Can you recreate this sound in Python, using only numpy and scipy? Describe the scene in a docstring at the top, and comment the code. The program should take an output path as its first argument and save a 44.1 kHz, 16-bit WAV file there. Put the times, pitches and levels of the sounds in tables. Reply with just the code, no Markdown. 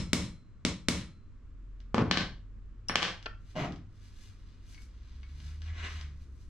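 """Dismantling a steel tube at the vise

A small, live workshop: a hammer drives a punch near the stereo microphones, then both tools are laid down.
The vise screw rattles open, and the piston rod is drawn out of the tube under rubbing palms.
Contacts are short force pulses into ringing modes and damped bodies; rubbing is a stream of tiny slips.
Low hum, mains hum and a far engine lie over still air; the recorder's limiter ducks the hardest blows."""
import sys
import numpy as np
from scipy import signal
from scipy.fft import rfft, irfft, next_fast_len
from scipy.io import wavfile
from scipy.ndimage import uniform_filter1d

SR = 44100
rng = np.random.default_rng(int(sys.argv[2]) if len(sys.argv) > 2 else 0)


def master_out(mix):
    """Clip the mix to full scale and print it as 16-bit PCM to the path in sys.argv[1]."""
    frames = np.transpose(np.atleast_2d(mix))
    ceiling = np.clip(frames, -1, 1)
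    pcm = np.round(ceiling * 32767).astype(np.int16)
    wavfile.write(sys.argv[1], SR, pcm)


N = 286202
LEAD = SR // 5  # samples worked out ahead of the start, so that earlier sounds can ring in
TIME = np.arange(-LEAD, N) / SR  # seconds
SIZE = len(TIME)

# Contacts; strengths and thuds are relative, the contact edge is where the force loses its treble.
# Hammer on punch. Each row: start in seconds, strength in dB, contact edge in Hz, bench thud in dB.
HAMMER_BLOWS = [(-.13, 13, 11000, 13.5), (0.1318, 6.5, 16000, 7), (0.65, 0.5, 7530, 0),
                (0.8852, 5.5, 14000, 4.5)]
# Hammer laid on the wooden bench. Each row: start in seconds, strength in dB, contact edge in Hz,
# bench thud in dB.
HAMMER_KNOCKS = [(1.9445, 5.5, 10000, -6), (1.981, 7, 5030, 1.5), (1.99, 3, 2500, -20.5),
                 (2.0223, -9, 9040, 4)]
# Punch put down against steel. Each row: start in seconds, strength in dB, contact edge in Hz,
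# bench thud in dB, pitch that rings most where it touches in Hz.
PUNCH_CLANKS = [(2.1118, -0.5, 5830, -1, 3980), (2.1722, -6.5, 5750, -7, 4030),
                (2.207, -17.5, 6000, -11, 3630), (2.896, -11.5, 3600, -14, 1770),
                (2.9564, 2, 9000, -4, 3100), (3.016, -21.5, 8000, -23, 2900),
                (3.022, -10.5, 9000, -21.5, 2950), (3.028, -5.5, 8000, -21.5, 3340),
                (3.051, -16.5, 7000, -27, 3300)]
# Light touches of steel parts. Each row: start in seconds, strength in dB.
STEEL_TICKS = [(0.911, -8), (1.011, -21.5), (1.803, -36), (3.227, -26.5), (3.633, -32), (3.722, -26.5),
               (3.76, -33), (5.4014, -31), (5.6187, -26.5), (6.0114, -22)]
# Punch ringing freely as it first touches. Each row: start in seconds, strength in dB, contact edge in Hz.
PUNCH_PINGS = [(2.8849, -1, 15320), (2.9562, -14, 12440)]
# Vise handle dropping against its stop and chattering. 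Each row: start in seconds, strength in dB,
# contact edge in Hz.
HANDLE_CLINKS = [(3.2585, -20.5, 4820), (3.2607, -17, 4200), (3.2651, -13.5, 1670)]
# Loose rod touching the tube. Each row: start in seconds, strength in dB, contact edge in Hz.
ROD_CHINKS = [(4.745, -35, 11530), (4.777, -30, 2230), (4.821, -43, 9000), (5.2308, -28.5, 2780),
              (5.2913, -41, 2983)]

# Dense, quickly damped responses: punch, wooden bench top, steel parts, bench shaken by heavy contacts,
# vise screw, piston in its bore, palms on steel. Each row: frequency in Hz, relative level in dB.
PUNCH_RESPONSE = [(400, 0.5), (550, 3.5), (730, -11.5), (1050, -2.5), (1700, -8.5), (2200, -2), (3000, -3),
                  (4100, -2.5), (6000, -5), (7700, -9.5), (8600, -12), (10200, -14.5), (12000, -25.5),
                  (16000, -25)]
WOOD_RESPONSE = [(60, -12), (100, 1), (170, 2), (250, -4), (450, 0), (600, -8.5), (1000, -7), (1500, -13),
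                 (2200, -20), (3500, -23), (5500, -27.5), (8000, -39), (11000, -55.5), (16000, -82.5)]
STEEL_RESPONSE = [(200, -10.5), (320, 4), (600, 4.5), (900, 2), (1600, 6), (2400, 0), (3000, 3), (4200, -1),
                  (5500, -1.5), (7000, -12), (8200, -17.5), (10000, -31), (16000, -42.5)]
BENCH_RESPONSE = [(25, -9), (80, -6.5), (130, -7), (180, 2), (250, -0.5), (330, -3), (430, -17.5),
                  (700, -25), (1500, -40), (16000, -110)]
SCREW_RESPONSE = [(110, 7.5), (200, 2.5), (340, 7), (480, -5), (630, 6.5), (780, -1.5), (1250, -1),
                  (1700, -9), (2150, -6), (2900, -11), (3400, -16.5), (4500, -20.5), (6500, -24),
                  (9000, -42), (16000, -49)]
BORE_RESPONSE = [(290, -6.5), (500, -18.5), (766, -13), (823, -20), (1030, -5.5), (2070, -2), (2570, -6.5),
                 (4170, -14), (4600, -21), (5620, -17.5), (7360, -25.5), (15000, -68)]
PALM_RESPONSE = [(1100, 2.5), (1500, 6), (2300, 5.5), (3000, 3.5), (4500, 3.5), (6000, 1.5), (7500, -4.5),
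                 (9000, -8.5), (12500, -17), (16000, -33)]

# Ringing modes: hammer head with loaded punch (brief and bright), clamped tube, vise jaws, free punch,
# vise handle, loose rod, bench. Each row: frequency in Hz, height in dB, time to decay by 60 dB in seconds.
HEAD_RING = [(2290, -28.5, 0.015), (3040, -33.5, 0.0058), (3940, -35.5, 0.0046), (5150, -24.5, 0.023),
             (7600, -29.5, 0.007)]
TUBE_RING = [(1335, -72, 1.3), (1362, -49, .18), (2223, -49, .15), (4091, -57, .65), (5351, -61, .2)]
JAW_RING = [(1175, -42, 0.027), (1516, -24.5, 0.047), (2340, -43.5, 0.019), (2963, -30.5, 0.11),
            (4190, -30.5, .025), (5300, -42, 0.16)]
PUNCH_RING = [(2840, -40.5, 0.043), (5540, -24, 0.065), (9087, -47, 0.4), (13400, -70.5, 0.28),
              (14900, -81.5, 0.23)]
HANDLE_RING = [(1141, -25, .03), (1355, -15.5, .036), (1800, -21, .018), (2500, -13.5, .016),
               (3260, -25, .015), (3740, -26, .015), (4500, -19, .01)]
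ROD_RING = [(2220, -23, .09), (2570, -23, .03), (3700, -34, .04), (4480, -26, .1), (5000, -25, .02),
            (6000, -26, .12)]
BENCH_RING = [(38, -42, .15), (100, -47, .3), (158, -42, .2), (174, -28, .3), (192, -38, .18),
              (222, -39, .2), (241, -37, .28), (328, -38, .18), (501, -49, .2)]

# Palms rubbing over steel, one row for each shift of grip. Each row: firmest moment in seconds,
# level in dB, length in seconds, extra hiss in dB.
PALM_RUBS = [(3.505, -65.5, 0.19, 1.5), (4.057, -70, 0.32, 2), (4.234, -65.5, 0.34, 5.5),
             (4.48, -72.5, 1, -5), (4.723, -62.5, 0.13, 8.5), (4.824, -73.5, 0.14, 14.5),
             (5.102, -69, 0.78, -7.5), (5.469, -60.5, 0.43, -1), (5.66, -62, 0.083, -7),
             (5.943, -55, 0.45, -5.5), (6.221, -73.5, 0.18, 4), (6.42, -74.5, 0.3, 8.5)]
# Difference between right and left in the close treble: the left is louder around 2-6 kHz, the right below and
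# above. Each row: frequency in Hz, right minus left in dB.
SIDE_TILT = [(200, 11), (2000, -2), (4000, -6.5), (8000, 3), (14000, 7.5)]
# Left-right likeness of diffuse sound. Each row: frequency in Hz, likeness from 0 to 1.
STEREO_LIKENESS = [(30, 0.5), (70, 1), (250, 0.97), (1000, 0.73), (2500, 0.72), (6000, 0.1), (14000, 0.4)]
# Decay of the workshop. Each row: frequency in Hz, time to decay by 60 dB in seconds.
ROOM_DECAY = [(80, 0.53), (250, 0.28), (700, 0.32), (2000, 0.32), (5000, 0.29), (9000, 0.29), (15000, 0.19)]
# Far engine speeding up and slowing. Each row: top speed in seconds, top pitch in Hz, glide in Hz per second,
# level in dB, rise in seconds, fall in seconds.
ENGINE_REVS = [(2.9, 102.8, 6, -53, 1.0, 4.1), (5.762, 81.36, 25, -39.5, 1.26, 1.12)]
# Level of the low hum. Each row: time in seconds, level in dB.
HUM_LEVEL = [(1.05, -68), (1.64, -45.5), (2.81, -48), (3.03, -70), (3.29, -48), (3.81, -57), (5.73, -48.5),
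             (6.49, -56.5)]
# Still air of the shop. Each row: frequency in Hz, relative level in dB.
STILL_AIR = [(15, 1), (27, -2.5), (45, -15.5), (70, -5), (110, -14), (160, -22), (240, -20), (400, -32),
             (800, -46.5), (1150, -37), (2000, -45.5), (4000, -53.5), (7700, -58), (10000, -80)]

TICK_EDGE_HZ = 17000
# The screw rattles open in one quick turn, which goes on shaking the bench a little longer.
SCREW_START_S, SCREW_ATTACK_S, SCREW_HOLD_S, SCREW_RELEASE_DB_PER_S = 3.544, 0.025, 0.081, 446
SCREW_DB, SHAKE_DB, SHAKE_LINGER_S = -37, -46.5, 0.079
# The piston comes free, then slides out in one pull.
PULL_START_S, PULL_FASTEST_S, PULL_RISE_S, PULL_FALL_S, PULL_DB = 5.618, 5.835, 0.19, 0.22, -45.5
RUB_RISE_SHARE, HISS_ABOVE_HZ = 0.62, 6200
# A movement swells and fades: dB down at its two ends, and the roundness of its top (1 = pointed).
SWELL_DB, SWELL_ROUNDNESS = 22, 1.164
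HUM_HZ, MAINS_HZ, MAINS_DB, AIR_DB = 44, 100, -63.5, -52
TOP_CUT_HZ = 17300


def from_db(db):
    """Decibels to gain."""
    return 10 ** (np.asarray(db) / 20)


def rms_one(x):
    """Scale to rms 1."""
    return x / np.sqrt(np.mean(x ** 2) + 1e-20)


def at_hz(points, hz):
    """Read a table on a log-frequency axis."""
    f, value = np.transpose(points)
    return np.interp(np.log(hz + 1e-3), np.log(f), value)


def gain_at(spectrum, hz):
    """Gain of a spectrum, falling steeply below its first point."""
    bass_fall = np.clip(hz / spectrum[0][0], .01, 1) ** 2
    return from_db(at_hz(spectrum, hz)) * bass_fall


def filtered(x, kind, edge_hz):
    """Second-order low-pass or high-pass filter."""
    return signal.sosfilt(signal.butter(2, edge_hz, kind, fs=SR, output="sos"), x)


def convolve(x, response):
    """Pass a sound through a mono or stereo response."""
    return signal.fftconvolve(np.atleast_2d(x), np.atleast_2d(response), axes=1)[:, :SIZE]


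def diffuse(spectrum, size):
    """Coloured stereo noise whose sides are alike by frequency; rms 1."""
    padded = next_fast_len(size)
    hz = np.fft.rfftfreq(padded, 1 / SR)
    mid, side = rfft(rng.standard_normal((2, padded)))
    alike = at_hz(STEREO_LIKENESS, hz)
    pair = np.sqrt(1 + alike) * mid + np.sqrt(1 - alike) * side * [[1], [-1]]
    return rms_one(irfft(pair * gain_at(spectrum, hz), padded)[:, :size])


def drift(rate):
    """Slow chance: random points of spread 1, rate of them per second, joined by lines."""
    return np.interp(TIME - TIME[0], np.arange(2000) / rate, rng.standard_normal(2000))


def contacts(rows, size=256):
    """One force pulse for each contact; a softer contact has a lower edge."""
    force = np.zeros(SIZE)
    for start_s, db, edge_hz, *_ in rows:
        at = LEAD + round(start_s * SR)
        softening = signal.butter(2, min(edge_hz, .45 * SR), fs=SR)
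        pulse = signal.lfilter(*softening, signal.unit_impulse(size))
        force[at:at + size] += from_db(db) * pulse
    return force


def body(force, spectrum, size=8192):
    """Many damped modes merge into one causal (minimum-phase) response of unit energy."""
    cepstrum = irfft(np.log(gain_at(spectrum, np.fft.rfftfreq(size, 1 / SR))))
    response = irfft(np.exp(rfft(2 * cepstrum[:size // 2], size)))
    return convolve(force, response / np.linalg.norm(response))[0]


def ring(force, modes, uneven_db=2.0):
    """Each mode is a decaying sine, excited more or less depending on where the contact falls."""
    out = 0
    for k, (hz, db, t60) in enumerate(modes):
        radius = from_db(-60 / (t60 * SR))  # decay over one sample
        angle = 2 * np.pi * hz / SR
        drive = force * from_db(db + uneven_db * drift(60))
        poles = [1, -2 * radius * np.cos(angle), radius * radius]
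        mode = signal.lfilter([0, np.sin(angle)], poles, drive + 1e-18)
        out = out + (-1) ** k * mode  # neighbouring modes have opposite signs
    return out


def friction(per_s, spread_db):
    """Tiny slips of uneven size at random moments; rms 1."""
    size_db = spread_db * np.minimum(rng.exponential(1, SIZE), 4)
    slips = from_db(size_db) * rng.choice([-1, 1], SIZE)
    return rms_one(slips * (rng.random(SIZE) < per_s / SR))


def swell(top_s, rise_s, fall_s):
    """Gain of one movement, which gathers speed up to its top and slows again."""
    away = np.maximum((top_s - TIME) / rise_s, (TIME - top_s) / fall_s)
    return from_db(-np.minimum(SWELL_DB * away ** SWELL_ROUNDNESS, 200))


def tone(hz):
    """A sine of rms 1 on a pitch curve."""
    return np.sqrt(2) * np.sin(2 * np.pi * np.cumsum(hz) / SR)


def hammering():
    """Each blow cracks through the punch with a colour of its own; the clamped tube rings on."""
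    force = contacts(HAMMER_BLOWS)
    head = ring(force, HEAD_RING, uneven_db=3.5)
    tube = ring(force, TUBE_RING, uneven_db=1.0)
    return body(force, PUNCH_RESPONSE) + head, tube


def tools_laid_down(clatter_db=4.5, spot_db=-8, spot_t60_s=0.003):
    """The hammer knocks on wood; the punch clatters on the vise, each spot with a brief ring of its own."""
    knocks = body(contacts(HAMMER_KNOCKS), WOOD_RESPONSE)
    force = contacts(PUNCH_CLANKS)
    clatter = from_db(clatter_db) * body(force, STEEL_RESPONSE)
    jaws = ring(force, JAW_RING, uneven_db=3.0)
    spots = 0
    for row in PUNCH_CLANKS:
        spots = spots + ring(contacts([row]), [(row[-1], spot_db, spot_t60_s)], uneven_db=1.0)
    return knocks + clatter + jaws + spots


def free_rings(click_db=3.5):
    """Punch, vise handle and rod ring freely at their own modes, close to the microphones."""
    clink = contacts(HANDLE_CLINKS)
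    punch = ring(contacts(PUNCH_PINGS), PUNCH_RING, uneven_db=.5)
    handle = ring(clink, HANDLE_RING, uneven_db=.5)
    rod = ring(contacts(ROD_CHINKS), ROD_RING, uneven_db=2.0)
    click = from_db(click_db) * body(clink, STEEL_RESPONSE)
    return punch + handle + click + rod


def screw_turn(hold_s):
    """Force of the turn: attack, hold, release."""
    t = TIME - SCREW_START_S
    released_s = np.clip(t - SCREW_ATTACK_S - hold_s, 0, 1)
    return np.clip(t / SCREW_ATTACK_S, 0, 1) * from_db(-SCREW_RELEASE_DB_PER_S * released_s)


def vise_screw():
    """The loose thread rattles; gives its sound and the force that shakes the bench."""
    rattle = friction(per_s=700, spread_db=2.5)
    sound = body(from_db(SCREW_DB) * screw_turn(SCREW_HOLD_S) * rattle, SCREW_RESPONSE)
    shake = from_db(SHAKE_DB) * screw_turn(SCREW_HOLD_S + SHAKE_LINGER_S) * rattle
    return sound, shake


def piston_pull(judder_db=3.0):
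    """The piston scrapes along the bore in many tiny slips, with an uneven judder."""
    pull = swell(PULL_FASTEST_S, PULL_RISE_S, PULL_FALL_S) * (TIME > PULL_START_S)
    scrape = body(friction(per_s=5000, spread_db=0.0), BORE_RESPONSE)
    return from_db(PULL_DB) * pull * from_db(judder_db * drift(45)) * scrape


def palm_rubs():
    """The hands shift their grip in slips of skin on steel; dry skin hisses more."""
    skin = body(friction(per_s=5700, spread_db=5.5), PALM_RESPONSE)
    # filtered both ways, so that the hiss can be subtracted cleanly
    hiss = signal.sosfiltfilt(signal.butter(2, HISS_ABOVE_HZ, "high", fs=SR, output="sos"), skin)
    out = 0
    for top_s, db, length_s, hiss_db in PALM_RUBS:
        rub = swell(top_s, RUB_RISE_SHARE * length_s, (1 - RUB_RISE_SHARE) * length_s)
        out = out + from_db(db) * rub * (skin - hiss + from_db(hiss_db) * hiss)
    return out


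def small_touches(thin_hz=1300):
    """Light contacts move too little mass to sound in the bass."""
    ticks = [(start_s, db, TICK_EDGE_HZ) for start_s, db in STEEL_TICKS]
    force = contacts(ticks + ROD_CHINKS)
    return body(filtered(force, "high", thin_hz), STEEL_RESPONSE)


def near_field(x, glance_s=0.0014, glance_db=-15, ripple=0.21, split_hz=1100, size=700):
    """Vise, tube and hands scatter the treble over a few milliseconds, differently for each microphone."""
    t, hz = np.arange(size) / SR, np.fft.rfftfreq(2 * size, 1 / SR)
    envelope = np.exp(-(t / .0026) ** 2) + from_db(glance_db) * np.exp(-t / glance_s)
    paths = rfft(diffuse([(20, 0), (20000, 0)], size) * envelope, 2 * size)
    paths = paths / np.abs(paths) ** (1 - ripple)  # the paths smear more than they colour
    scatter = irfft(paths)[:, :size]
    scatter /= np.linalg.norm(scatter, axis=1, keepdims=True)
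    tilt = from_db(at_hz(SIDE_TILT, hz) * [[-.5], [.5]])  # half off the left, half onto the right
    scatter = irfft(rfft(scatter, 2 * size) * tilt)[:, :size]
    return filtered(x, "low", split_hz) + convolve(filtered(x, "high", split_hz), scatter)


def workshop(x, room_db, build_s=0.0027):
    """Reflections build up quickly and die away, each band at its own rate."""
    t = np.arange(SR * 3 // 4) / SR
    hz, centres = np.fft.rfftfreq(len(t), 1 / SR), [f for f, _ in ROOM_DECAY]
    noise, tail = rfft(diffuse([(50, 0), (20000, 0)], len(t))), 0
    # each row of the identity matrix opens one band, which fades into its neighbours
    for share, (_, t60) in zip(np.eye(len(centres)), ROOM_DECAY):
        band = irfft(noise * at_hz(list(zip(centres, share)), hz), len(t))
        tail = tail + band * from_db(-60 * t / t60)
    tail = tail * (1 - np.exp(-(t / build_s) ** 2))
    return from_db(room_db) * convolve(x, rms_one(tail) / np.sqrt(len(t)))


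def far_engine(octave_db=-11, room_mode_hz=145, mode_width_hz=3, flutter_db=2.5):
    """Pitch and level rise and fall together; the octave swells as it glides through a room resonance."""
    out = 0
    for top_s, top_hz, glide, db, rise_s, fall_s in ENGINE_REVS:
        hz = np.maximum(top_hz - glide * np.abs(TIME - top_s), top_hz / 2)
        octave = from_db(octave_db) / np.hypot(1, (2 * hz - room_mode_hz) / mode_width_hz)
        level = from_db(db + flutter_db * drift(24)) * swell(top_s, rise_s, fall_s)
        out = out + level * (tone(hz) + octave * tone(2 * hz))
    return out


def low_hum(waver_hz=0.99):
    """A low sine whose pitch wavers and whose level comes and goes."""
    level = from_db(np.interp(TIME, *np.transpose(HUM_LEVEL)))
    return level * tone(HUM_HZ + waver_hz * drift(3.9))


def background():
    """Far engine, low hum and a steady mains sine over the diffuse noise of still air."""
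    mains = from_db(MAINS_DB) * tone(np.full(SIZE, MAINS_HZ))
    air = from_db(AIR_DB) * diffuse(STILL_AIR, SIZE)
    return far_engine() + low_hum() + mains + air


def scene(bench_db=4.5):
    """Heavy contacts also shake the bench; each source reaches the microphones by its own paths."""
    blows, tube = hammering()
    tools, rings = tools_laid_down(), free_rings()
    screw, shake = vise_screw()

    heavy = HAMMER_BLOWS + HAMMER_KNOCKS + PUNCH_CLANKS
    thuds = contacts([(start_s, thud_db, edge_hz) for start_s, _, edge_hz, thud_db, *_ in heavy])
    bench = from_db(bench_db) * body(thuds + shake, BENCH_RESPONSE)
    boom = ring(thuds, BENCH_RING, uneven_db=2.0)
    handling = small_touches() + screw + piston_pull() + palm_rubs() + bench

    # tube and bench modes stay centred and without reverberation
    direct = near_field(blows) + near_field(tools) + near_field(handling + rings) + tube + boom
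    room = workshop(blows, room_db=-1.0) + workshop(tools, room_db=0.0)
    room = room + workshop(handling, room_db=-1.37) + workshop(rings, room_db=-10)
    left, right = direct + room * from_db([[.5], [-.5]]) + background()
    # the work lies a little to the right, so the left side hears it one sample later
    left = np.roll(left, 1)
    return np.array([left, right])[:, LEAD:]


def record(dry, threshold_db=-21, release_db_per_s=85, attack_s=0.0019, ceiling_db=-6):
    """A limiter ducks loud blows and recovers during their tails; peaks are rounded and the top is cut."""
    power = uniform_filter1d(np.mean(dry ** 2, axis=0), size=88)  # mean over 2 ms
    over_db = np.maximum(10 * np.log10(np.abs(power) + 1e-12) - threshold_db, 0)
    # a running maximum on a rising ramp: the ducking recovers at a steady rate
    recovery_db = release_db_per_s * np.arange(N) / SR
    duck_db = np.maximum.accumulate(over_db + recovery_db) - recovery_db
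    keep = np.exp(-1 / (attack_s * SR))
    smooth_duck_db = signal.lfilter([1 - keep], [1, -keep], duck_db)
    limited = dry * from_db(-smooth_duck_db)
    rounded = from_db(ceiling_db) * np.tanh(limited / from_db(ceiling_db))
    return signal.sosfilt(signal.cheby2(16, 70, TOP_CUT_HZ, fs=SR, output="sos"), rounded)


dry = scene()
out = record(dry)
master_out(out)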